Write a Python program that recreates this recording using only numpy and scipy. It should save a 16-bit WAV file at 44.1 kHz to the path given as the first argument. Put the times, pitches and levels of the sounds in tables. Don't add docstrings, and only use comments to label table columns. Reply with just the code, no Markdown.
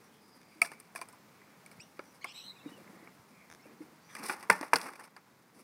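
import sys
import numpy as np
from scipy import signal
from scipy.fft import rfft, irfft
from scipy.io import wavfile

SR = 44100
rng = np.random.default_rng(int(sys.argv[2]) if len(sys.argv) > 2 else 0)


def rack_gain(trim_db):
    fader = np.asarray(trim_db, float)
    return 10 ** (fader / 20)


def generate_wav(sig):
    pcm = np.round(np.clip(np.atleast_2d(sig).T, -1, 1) * 32767).astype(np.int16)
    wavfile.write(sys.argv[1], SR, pcm)


N = 248633

# start_s, wood_peak_db, struck_pitch_hz, axle_clank_db (re wood), washer_tick_db (re wood)
HARD_BLOWS = [(0.6174, -19.5, 2208, -2, 3.5), (0.626, -32, 2330, 4, 7), (0.718, -36, 1150, -10, -5.5),
              (0.952, -38.5, 1100, -11, -2), (0.96, -31.5, 2425, -9, 1.5), (1.015, -34, 980, 0, 0.5),
              (1.993, -33.5, 1290, -13, -37.5), (2.244, -26.5, 2186, -14.5, -10),
              (4.152, -32, 1240, -3.5, -1.5), (4.288, -33, 665, -18.5, -2), (4.296, -21, 1474, -25, -20),
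              (4.301, -23.5, 1480, -16.5, -13), (4.5, -11.5, 1480, -7.5, -3.5), (4.511, -23, 1140, -15, -5),
              (4.612, -30, 1230, 0, -5.5), (4.735, -15, 1020, -5.5, -6.5), (4.7584, -20.5, 1480, 5.5, -3),
              (4.815, -37, 1470, 6.5, 3.5)]
# start_s, wood_peak_db, struck_pitch_hz, axle_clank_db, washer_tick_db
REBOUND_KNOCKS = [
    (0.649, -34, 1410, -2, -3),
    (4.63, -27.5, 920, -31, -29),
    (5.004, -44, 905, -19, -5),
]
# start_s, wood_peak_db, struck_pitch_hz, washer_tick_db (re wood)
TRUCK_JIGGLES = [(0.633, -42, 2300, 9), (0.638, -46.5, 2370, 9.5), (0.656, -51, 2300, 8),
                 (.662, -40.5, 2350, 2), (.672, -51, 2300, 8), (.735, -48, 2100, -2), (.97, -50, 2400, 2),
                 (1.006, -63, 1000, 3), (4.229, -44, 1500, -3), (4.409, -47.5, 1200, -3.5),
                 (4.195, -49, 1100, -8), (4.259, -42.5, 2320, 2), (4.315, -42, 1500, 0),
                 (3.831, -60, 1500, 0), (2.04, -62, 2300, 7), (4.741, -34, 1900, -5),
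                 (4.764, -32, 1710, -6), (0.801, -53, 1080, 13.5), (0.978, -46, 2280, 1),
                 (0.989, -44, 2300, -9), (0.997, -59, 2320, 4), (4.785, -35.5, 1500, 2),
                 (4.837, -45, 1200, -2), (4.803, -45, 1290, 5), (4.905, -54, 1300, 6),
                 (4.935, -42, 1200, -5), (4.956, -44, 2305, -14), (5.076, -56.5, 1000, -5),
                 (4.242, -45, 1000, 3.5), (1.021, -40, 2370, 0), (1.032, -49, 2400, -7),
                 (1.087, -47.5, 982, 7.5), (1.128, -52.5, 970, 5.5), (1.662, -43.5, 2270, 0.5),
                 (1.714, -46.5, 2240, 0.5), (4.167, -46, 638, 0), (4.333, -37, 1390, -14.5),
                 (4.428, -36.5, 1080, -4.5), (4.997, -41.5, 897, -0.5), (5.039, -45.5, 923, -2),
                 (5.05, -52, 899, -3), (5.165, -39.5, 930, -15)]
# start_s, wood_peak_db, struck_pitch_hz
DULL_TAPS = [(1.417, -46.5, 2040), (1.973, -54, 1990), (2.019, -61, 635), (2.876, -48, 2040),
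             (2.96, -59, 2100), (3.074, -43.5, 2230), (3.818, -52, 595), (4.09, -52, 2290),
             (4.101, -50, 2340), (4.859, -41.5, 964), (4.888, -36.5, 1470), (4.434, -40, 1000),
             (4.992, -44, 1004), (4.795, -35, 1310)]
# pitch_hz, level_db, t60_s
DECK_MODES = [(558, -15.5, 0.018), (690, -14, .02), (886, -6.5, 0.013), (1020, -5, 0.026), (1150, 1, 0.027),
              (1302, 0, 0.02), (1480, 1, 0.03), (1680, 2, 0.027), (1720, 1, 0.025), (1900, 2, 0.014),
              (2040, -0.5, 0.0065), (2230, 7.5, 0.016), (2360, 5.5, .02), (2560, 1, .012)]
# pitch_hz, level_db, t60_s
AXLE_MODES = [(4810, -3, 0.012), (5240, -3, 0.0057), (5600, -9.5, 0.0047), (3500, -14, .005),
              (6200, -25, 0.0098)]
# pitch_hz, level_db, t60_s
WASHER_MODES = [(8700, -5.5, 0.014), (9030, -5.5, 0.0034), (8660, 3, 0.0042), (9100, 16, 0.0034),
                (11200, -3, 0.0029), (13900, -12.5, 0.0054)]
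# start_s, peak_db, pitch_hz, t60_s, push_s
DECK_SLAPS = [(4.5, -9.5, 1570, 0.011, 0.0034), (4.5008, -10, 2030, 0.0078, 0.0031),
              (4.4996, -14, 1020, 0.021, 0.0031), (4.505, -18, 1100, 0.016, 0.0024),
              (4.734, -9, 952, 0.016, 0.00221), (4.734, -12, 1680, 0.0039, 0.0014),
              (4.735, -16.5, 2220, 0.0093, 0.0009), (4.744, -32, 1150, 0.052, 0.0049),
              (4.758, -27.5, 790, 0.022, 0.0035), (.619, -8.5, 2296, 0.011, 0.0031),
              (.627, -31, 2550, 0.0084, 0.0047), (.618, -28, 1280, 0.045, .004),
              (.961, -39.5, 1070, .025, 0.0028), (.961, -34, 1700, 0.013, 0.0027),
              (.952, -44.5, 680, 0.043, 0.0045), (.99, -48, 690, 0.074, 0.0046),
              (1.017, -35, 1030, .018, 0.0035), (1.133, -51, 1000, .05, .004),
              (4.167, -38.5, 2000, .012, 0.00298), (3.075, -48, 1300, .01, .002),
              (3.075, -51, 800, .012, .003), (4.515, -30, 1800, .15, .005), (4.52, -30, 920, .12, .005),
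              (4.502, -20, 1400, .02, .003), (1.997, -40, 1420, 0.0093, 0.0033)]
# start_s, peak_db, pitch_hz, t60_s
DECK_BENDS = [(0.554, -56, 315, 0.25), (0.615, -44, 340, 0.024), (1.787, -48.5, 143.3, 0.042),
              (1.992, -39, 353, 0.013), (2.244, -51.5, 354, 0.054), (2.247, -37.5, 1130, 0.0056),
              (2.658, -35, 290, 0.066), (2.717, -47, 284, 0.04), (2.811, -47.5, 310, 0.04),
              (3.192, -50, 126, 0.044), (3.658, -52, 300, 0.12), (3.804, -39.5, 307, 0.11),
              (3.913, -53, 321, 0.14), (4.199, -45.5, 289, 0.1), (4.293, -45, 430, 0.063),
              (4.495, -29.5, 464, 0.077), (4.609, -34, 297, 0.035), (4.734, -32, 465, 0.097),
              (4.759, -32, 468, 0.052), (.617, -32.5, 690, 0.08), (1.016, -49, 690, 0.042),
              (1.994, -39, 585, 0.0056), (3.655, -47, 520, 0.0096), (4.501, -35, 187, 0.15),
              (4.501, -23, 584, 0.018), (4.737, -36.5, 258, 0.1), (4.739, -42.5, 179, 0.18),
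              (2.66, -50, 470, .05), (2.78, -54, 540, .06), (2.93, -53, 330, .08), (3.02, -53, 310, .08),
              (3.81, -52, 480, .05), (2.246, -44, 700, .02)]
# start_s, peak_db, bright_end_db
BUSHING_SNAPS = [
    (3.501, -45.5, -3),
    (3.514, -45, -4),
    (3.521, -61.5, 11),
    (3.526, -43.5, -4),
    (3.538, -59, 9),
    (3.549, -47, -2),
    (0.416, -53, -4),
    (.432, -57, -1),
]
# pitch_hz, level_db, t60_s
BUSHING_MODES = [(1690, 0.5, 0.0064), (2146, 0, .005), (3600, -6, 0.0054), (5426, -2.5, .005),
                 (6050, -0.5, .005), (8980, -2.5, .004)]
# time_s, level_db
WHEEL_GRIND = [(0.0, -56), (0.27, -56), (0.75, -53.5), (1.06, -65), (1.69, -58.5), (2.1, -56), (2.6, -70),
               (2.87, -58), (3.14, -60), (3.5, -56.5), (3.8, -60), (4.0, -69), (4.6, -70), (5.1, -69),
               (5.3, -71), (5.64, -58)]
# time_s, level_db
BOARD_SKID = [(4.05, -90), (4.11, -64), (4.186, -47), (4.372, -46.5), (4.49, -54.5), (4.52, -32),
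              (4.6, -40.5), (4.706, -53), (4.85, -41), (4.98, -56.5), (5.1, -68)]
# start_s, length_s, deck_hum_db, wood_scrape_db, air_grit_db
SCUFF_DRAGS = [(0.944, 0.037, -77, -66, -67), (2.14, 0.045, -92, -69, -66), (2.434, 0.28, -78, -72.5, -82),
               (2.64, 0.19, -57.5, -69.5, -74), (2.84, 0.28, -59.5, -73.5, -96),
               (3.654, 0.093, -58, -71, -95), (3.82, 0.13, -58, -88, -95), (4.093, 0.11, -77, -81, -63),
               (4.18, 0.096, -54.5, -58, -60.5), (4.232, 0.056, -68, -65, -47.5),
               (4.282, 0.07, -71, -63, -48.5), (4.827, 0.07, -57, -56, -60.5), (4.997, 0.06, -71, -72, -73),
               (5.167, 0.033, -65, -64, -70), (5.542, 0.087, -67.5, -70.5, -69)]
# pitch_hz, level_db (per Hz)
GRIT_SPECTRUM = [(88, -34.5), (150, -20), (297, -0.5), (702, -5.5), (837, 2.5), (1190, 3), (1560, -3.5),
                 (2180, -1), (3100, -19), (4080, -19.5), (5250, -13.5), (6910, -23), (9440, -15),
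                 (11000, -22), (16000, -32.5)]
# pitch_hz, width_hz, level_db
DECK_HUM = [(209.2, 57, 1), (269.8, 120, -9.5), (330, 240, -5), (435, 55, -12)]
# pitch_hz, width_hz, level_db
DECK_SHUDDER = [(900, 79, -0.5), (1200, 140, -3.5), (1452, 24, 1), (1790, 130, -5.5), (2100, 27, -5)]
# time_s, slip_rate_hz, level_db, overtones_db
HEEL_TWIST = [
    (1.75, 1926, -70, -20),
    (1.785, 2005, -67, -17),
    (1.795, 2260, -62, -8),
    (1.805, 2500, -46.5, -4),
    (1.815, 2780, -62, 12.5),
    (1.828, 2860, -64, 3),
    (1.865, 2870, -74, 2),
    (1.9, 2850, -78, -8),
]
# time_s, slip_rate_hz, level_db, overtones_db
SHOE_DRAG = [
    (2.326, 3950, -60, -12),
    (2.336, 3860, -40, -7),
    (2.388, 3990, -49, -9.5),
    (2.42, 3920, -55, -10),
    (2.5, 4020, -45, -23),
    (2.535, 3920, -65, -11),
    (2.7, 3780, -71, -17),
    (2.77, 3940, -91, -12),
]
# start_s, length_s, first_slip_rate_hz, last_slip_rate_hz, peak_db
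RUBBER_PIPS = [(2.503, .032, 1950, 2280, -63), (2.552, .014, 2700, 2800, -66),
               (2.56, .022, 2500, 2480, -61), (2.582, .024, 3650, 3420, -62), (2.6, .024, 2700, 2650, -61),
               (2.628, .045, 2130, 2450, -62), (2.672, .03, 2900, 2800, -63), (2.712, .05, 2960, 2950, -60),
               (2.758, .028, 2920, 2650, -63), (2.664, .032, 3750, 3750, -62),
               (2.69, .045, 1900, 1900, -64), (2.78, .03, 2520, 2300, -66), (3.592, .026, 2150, 2100, -61),
               (3.62, .018, 5450, 5400, -66), (3.635, .025, 2600, 2750, -65)]
# start_s, length_s, first_slip_rate_hz, last_slip_rate_hz, peak_db
RUBBER_SQUEALS = [
    (2.208, .045, 2050, 2350, -55),
    (2.25, .085, 2330, 3020, -54),
    (2.275, .055, 2480, 2680, -55),
    (2.33, .06, 2900, 3050, -60),
    (2.37, .06, 2520, 2720, -58),
    (2.39, .1, 2850, 3080, -61),
]
# start_s, length_s, first_slip_rate_hz, last_slip_rate_hz, peak_db
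RUBBER_HISSES = [(2.255, .048, 3250, 3550, -57), (2.222, .016, 3150, 3150, -60),
                 (2.312, .03, 4400, 4300, -63), (2.335, .06, 2300, 2500, -62), (2.27, .07, 3000, 3250, -61),
                 (2.33, .16, 3100, 3250, -63), (2.33, .13, 5300, 5900, -64), (2.25, .08, 4100, 4300, -67),
                 (4.1, .2, 1500, 1800, -61.5), (4.088, .06, 1900, 1900, -61), (4.09, .05, 3450, 3400, -66),
                 (4.15, .11, 2300, 2400, -58)]
# start_s, length_s, first_pitch_hz, last_pitch_hz, peak_db
WHEEL_WHINES = [(.37, .3, 2350, 2250, -69), (.17, .3, 5000, 4850, -68), (.4, .22, 4900, 4800, -72),
                (.08, .14, 3000, 3400, -72), (0, .12, 5700, 5600, -73), (1.2, .45, 2300, 2300, -70),
                (2, .15, 5800, 5900, -70), (2.8, .35, 2100, 1950, -65), (3.28, .25, 2350, 2150, -64),
                (3.58, .16, 2200, 2350, -67), (3.99, .11, 4500, 4700, -70), (4.02, .2, 5750, 6150, -64),
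                (1.805, .05, 3750, 3500, -70)]
# pitch_hz, level_db (per Hz)
STREET_SPECTRUM = [(20, -35.5), (45, -36.5), (75, -14), (130, -3), (200, 1), (300, -6), (600, -9),
                   (1000, -8), (2200, -14.5), (3000, -20.5), (4800, -20.5), (7000, -23.5), (9500, -27.5),
                   (15500, -25), (16500, -43.5)]
# time_s, level_db
STREET_SWELL = [
    (0, 11.5),
    (1.2, 11.5),
    (2.2, 11.5),
    (2.9, 13.5),
    (3.3, 11),
    (4.0, 12),
    (4.4, 13),
    (4.9, 7.5),
    (5.3, 9),
    (5.64, 8),
]
# pitch_hz, width_hz, dip_db
PHONE_DIPS = [(3140, 350, -45), (6870, 4800, -3), (6900, 430, -9.5), (3850, 800, -4)]

BLOW_MS, HARDER_MS_PER_DB, REBOUND_MS, JIGGLE_MS, TAP_MS = 5.12, 0.17, 2.5, 5.2, 5
JIGGLE_CLANK_DB, TAP_CLANK_DB, TAP_TICK_DB = -6.5, -26, -16.5
ROLL_WOOD_DB, ROLL_AIR_DB, ROLL_WOOD_SHARE, ROLL_AIR_SHARE = -74, -76.5, 0.14, 0.55
SKID_HUM_DB, SKID_WOOD_DB, SKID_AIR_DB = -16, -9, -16.5
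# peak at this share of its length, fade-in dB, fade-out dB, overtones dB, wobble
PIP_HABIT, SQUEAL_HABIT = (.5, 5, 5, -16, .25), (.55, 5, 7, -4, .75)
HISS_HABIT, WHINE_HABIT = (.4, 6, 6, -17.5, 1.2), (.55, 12, 11, -25, 1.2)
TWIST_WOBBLE, DRAG_WOBBLE = 0.57, 0.83
STREET_DB = -73.5
ECHO_T60_S, ECHO_DB, ECHO_CUT_HZ = 0.5, -29, 4000
BASS_CUT_HZ, TOP_HZ = 208, 16500


def contacts():
    blows = [(*row, BLOW_MS + HARDER_MS_PER_DB * (row[1] + 25)) for row in HARD_BLOWS]
    rebounds = [(*row, REBOUND_MS) for row in REBOUND_KNOCKS]
    jiggles = [(s, db, hz, JIGGLE_CLANK_DB, tick_db, JIGGLE_MS) for s, db, hz, tick_db in TRUCK_JIGGLES]
    taps = [(*row, TAP_CLANK_DB, TAP_TICK_DB, TAP_MS) for row in DULL_TAPS]
    return blows + rebounds + jiggles + taps


def knocks(reach_oct=1.3, scatter_db=6.5, metal_share=0.6, struck_db=-3, held_db=-9):
    out, t = np.zeros(N), np.arange(SR // 10) / SR
    luck = rng.standard_normal((len(contacts()), 4, len(t) // 4))
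    for row, (rough, grind, shake, spread) in zip(contacts(), luck):
        s, peak_db, struck_hz, clank_db, tick_db, contact_ms = row
        phase = t / (contact_ms / 1000)
        press = phase ** 2 * np.exp(-4.0 * phase) * np.resize(rough, len(t))
        jolt = phase * np.exp(-3.0 * phase / metal_share)

        wood = np.zeros(len(t))
        for (hz, db, t60), u, v in zip(DECK_MODES, spread, spread[50:]):
            far_db = min(12 * (np.log2(hz / struck_hz) / reach_oct) ** 2, 15)
            wood += ring(press, hz * (1 + 0.01 * v), t60) * rack_gain(db + scatter_db * u - far_db)

        swell = phase ** 1.8 * np.exp(-1.6 * phase ** 2)
        sung = peak_one(swell * np.sin(2 * np.pi * struck_hz * t))
        sung_db = struck_db + 17.0 * np.log2(struck_hz / 1400) + 0.22 * (peak_db + 19.0)
        wood = peak_one(wood) + rack_gain(sung_db) * sung
        wood = wood * (rack_gain(held_db) + np.exp(-(phase / 0.46) ** 3))

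        clank = ring_all(jolt * np.resize(grind, len(t)), AXLE_MODES)
        tick = ring_all(jolt * np.resize(shake, len(t)), WASHER_MODES)
        knock = peak_one(wood) + rack_gain(clank_db) * peak_one(clank) + rack_gain(tick_db) * peak_one(tick)
        add(out, s - .001, rack_gain(peak_db) * knock)
    return out


def thuds(push_s=0.0093):
    out, t = np.zeros(N), np.arange(SR // 5) / SR
    shifts = [(*row, push_s, .5) for row in DECK_BENDS]
    slaps = [(*row, 0.15) for row in DECK_SLAPS]
    for s, peak_db, hz, t60, press_s, lower in shifts + slaps:
        push = np.sin(2 * np.pi * hz * t) * np.sin(np.pi * np.minimum(t / press_s, 1)) ** 2
        bend = ring(push, hz, t60) + lower * ring(push, 0.54 * hz, 0.72 * t60)
        add(out, s - .002, rack_gain(peak_db) * peak_one(bend))
    return out


def grit(per_s=5000, size_db=2.5, split_hz=3300):
    roll_db, skid = in_time(WHEEL_GRIND), rack_gain(in_time(BOARD_SKID))
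    _, peak_db, struck_hz, clank_db, tick_db, _ = np.transpose(contacts())

    hits = rng.random((2, N)) < per_s / SR
    sizes = rack_gain(size_db * np.minimum(rng.exponential(1, (2, N)), 5))
    low, high = hits * sizes * rng.choice([-1, 1], (2, N))
    wood_band = signal.butter(4, [250, split_hz], "band", fs=SR, output="sos")
    air_band = signal.butter(4, split_hz, "high", fs=SR, output="sos")
    wood = signal.sosfilt(wood_band, colour(low, GRIT_SPECTRUM))
    air = signal.sosfilt(air_band, colour(high, GRIT_SPECTRUM))

    shove = rng.standard_normal(N) * rack_gain(2.0 * drift(13, N))
    hum = sum(rack_gain(db) * rms_one(ring(shove, hz, 1.7 / width)) for hz, width, db in DECK_HUM)
    shudder = sum(rack_gain(db) * rms_one(ring(wood, hz, 2.0 / width)) for hz, width, db in DECK_SHUDDER)

    hum_gain = rack_gain(roll_db - 8.5) + rack_gain(SKID_HUM_DB) * skid + drags(column=2)
    wood_gain = rack_gain(ROLL_WOOD_DB + ROLL_WOOD_SHARE * (roll_db + 60.5)) + rack_gain(SKID_WOOD_DB) * skid
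    wood_gain += drags(column=3)
    wood_gain += rattle(1.07 * peak_db - 14.5 - 4.7 * np.log2(struck_hz / 1400), t60=0.063)
    wood_gain += rattle(peak_db - 40.5, t60=0.19)
    air_gain = rack_gain(ROLL_AIR_DB + ROLL_AIR_SHARE * (roll_db + 62.5)) + rack_gain(SKID_AIR_DB) * skid
    air_gain += drags(column=4)
    air_gain += rattle(1.09 * peak_db + np.maximum(clank_db, tick_db) - 19.0, t60=0.058)
    air_gain += rattle(peak_db + tick_db - 40.0, t60=0.22)
    air_gain *= rack_gain(2.5 * drift(45, N))

    shaken = rattle(peak_db - 33.5, t60=0.26) * rms_one(shudder)
    lumps = rack_gain(2.0 * drift(25, N))
    scraped = lumps * (shaken + wood_gain * rms_one(wood) + air_gain * rms_one(air))
    return hum_gain * rms_one(hum) + scraped


def drags(column, edge_s=0.0055):
    gain = np.zeros(N)
    for row in SCUFF_DRAGS:
        t = np.arange(0, row[1], 1 / SR)
        edges = np.minimum(t / edge_s, (t[-1] - t) / (3.4 * edge_s))
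        add(gain, row[0], rack_gain(row[column]) * np.minimum(edges, 1))
    return gain


def rattle(level_db, t60):
    kicks = np.zeros(N)
    kicks[[round((row[0] + .002) * SR) for row in contacts()]] = rack_gain(level_db)
    return signal.lfilter([1], [1, -rack_gain(-60 / (t60 * SR))], kicks + 1e-18)


def slips():
    tracks = [[(*row, TWIST_WOBBLE) for row in HEEL_TWIST], [(*row, DRAG_WOBBLE) for row in SHOE_DRAG]]
    kinds = [(RUBBER_PIPS, PIP_HABIT), (RUBBER_SQUEALS, SQUEAL_HABIT),
             (RUBBER_HISSES, HISS_HABIT), (WHEEL_WHINES, WHINE_HABIT)]
    for rows, (share, in_db, out_db, over_db, wobble) in kinds:
        for s, length, hz, last_hz, db in rows:
            tracks.append([(s + at * length, hz + at * (last_hz - hz), db - fade_db, over_db, wobble)
                           for at, fade_db in [(0, in_db), (share, 0), (1, out_db)]])
    return tracks


def squeaks(wobble_hz=185):
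    out = np.zeros(N)
    for rows in slips():
        s, *columns = np.transpose(rows)
        t = np.arange(s[0], s[-1], 1 / SR)
        hz, level_db, over_db, wobble = [np.interp(t, s, c) for c in columns]
        wide = max(wobble.mean(), 1)
        wobble = np.clip(wobble, 0, 1)
        phase = 2 * np.pi * np.cumsum(hz) / SR
        for k, gain in [(1, 1), (2, rack_gain(over_db)), (3, rack_gain(over_db - 7.5))]:
            narrow = signal.butter(3, wide * wobble_hz * k ** 0.44, fs=SR, output="sos")
            smear = rms_one(signal.sosfilt(narrow, rng.standard_normal((2, SR))))
            u, v = smear[:, 2000:2000 + len(t)]
            pure = np.sqrt(2) * np.sin(k * phase)
            smeared = u * np.sin(k * phase) + v * np.cos(k * phase)
            line = (1 - wobble) * pure + wobble * smeared
            add(out, s[0], rack_gain(level_db) * gain * line * signal.windows.tukey(len(t), 0.3))
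    return out


def creaks():
    out = np.zeros(N)
    for hz, db, t60 in BUSHING_MODES:
        clicks = np.zeros(N)
        for s, peak_db, bright_db in BUSHING_SNAPS:
            clicks[round(s * SR)] = rack_gain(peak_db + db + bright_db * (hz > 4500))
        out += ring(clicks, hz, t60)
    return out


def echoes(x):
    t = np.arange(SR // 2) / SR
    haze = rng.standard_normal(len(t)) * rack_gain(-60 * t / ECHO_T60_S) * np.minimum(t / 0.051, 1)
    haze = signal.sosfilt(signal.butter(1, ECHO_CUT_HZ, fs=SR, output="sos"), haze)
    return rack_gain(ECHO_DB) * signal.fftconvolve(x, haze / np.sqrt(np.sum(haze ** 2)))[:N]


def street():
    s, gain_db = np.transpose(STREET_SWELL)
    level_db = STREET_DB + np.interp(np.arange(N) / SR, s, gain_db) + 0.75 * drift(0.78, N)
    return rack_gain(level_db) * colour(rng.standard_normal(N), STREET_SPECTRUM)


def handset(x):
    x = signal.sosfilt(signal.butter(4, BASS_CUT_HZ, "high", fs=SR, output="sos"), x)
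    for hz, width_hz, dip_db in PHONE_DIPS:
        b, a = signal.iirpeak(hz, hz / width_hz, fs=SR)
        x = x - (1 - rack_gain(dip_db)) * signal.lfilter(b, a, x)
    return x


def ring(push, hz, t60):
    r, w = rack_gain(-60 / (t60 * SR)), 2 * np.pi * hz / SR
    return signal.lfilter([0, np.sin(w)], [1, -2 * r * np.cos(w), r * r], push + 1e-18)


def ring_all(push, modes):
    return sum(ring(push, hz, t60) * rack_gain(db) for hz, db, t60 in modes)


def colour(x, points):
    hz = np.maximum(np.fft.rfftfreq(len(x), 1 / SR), 1)
    at, level_db = np.transpose(points)
    return rms_one(irfft(rfft(x) * rack_gain(np.interp(np.log(hz), np.log(at), level_db)), len(x)))


def drift(rate, size):
    r = np.exp(-2 * np.pi * rate / SR)
    slow = signal.lfilter([1], [1, -2 * r, r * r], rng.standard_normal(size + 9000))[9000:]
    return rms_one(slow - slow.mean())


def in_time(rows):
    return np.interp(np.arange(N) / SR, *np.transpose(rows), right=-200)


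def rms_one(x):
    return x / np.sqrt(np.mean(x ** 2) + 1e-20)


def peak_one(x):
    return x / (np.max(np.abs(x)) + 1e-20)


def add(out, s, x):
    i = max(round(s * SR), 0)
    out[i:i + len(x)] += x[:len(out) - i]


def scene():
    knocked = handset(knocks()) + creaks()
    bent = signal.sosfilt(signal.butter(2, 100, "high", fs=SR, output="sos"), thuds())
    slipped = squeaks()
    echoed = echoes(knocked + slipped + rack_gain(-2.5) * bent)
    return (knocked + bent + slipped + echoed + handset(grit()) + street())[None]


def low_pass(x):
    return signal.sosfilt(signal.butter(12, 17150, fs=SR, output="sos"), x)


def record(dry):
    steady = signal.sosfilt(signal.butter(1, 20, "high", fs=SR, output="sos"), dry)
    steady = signal.sosfilt(signal.cheby2(10, 50, TOP_HZ + 300, fs=SR, output="sos"), steady)
    return low_pass(steady)


dry = scene()
out = record(dry)
generate_wav(out)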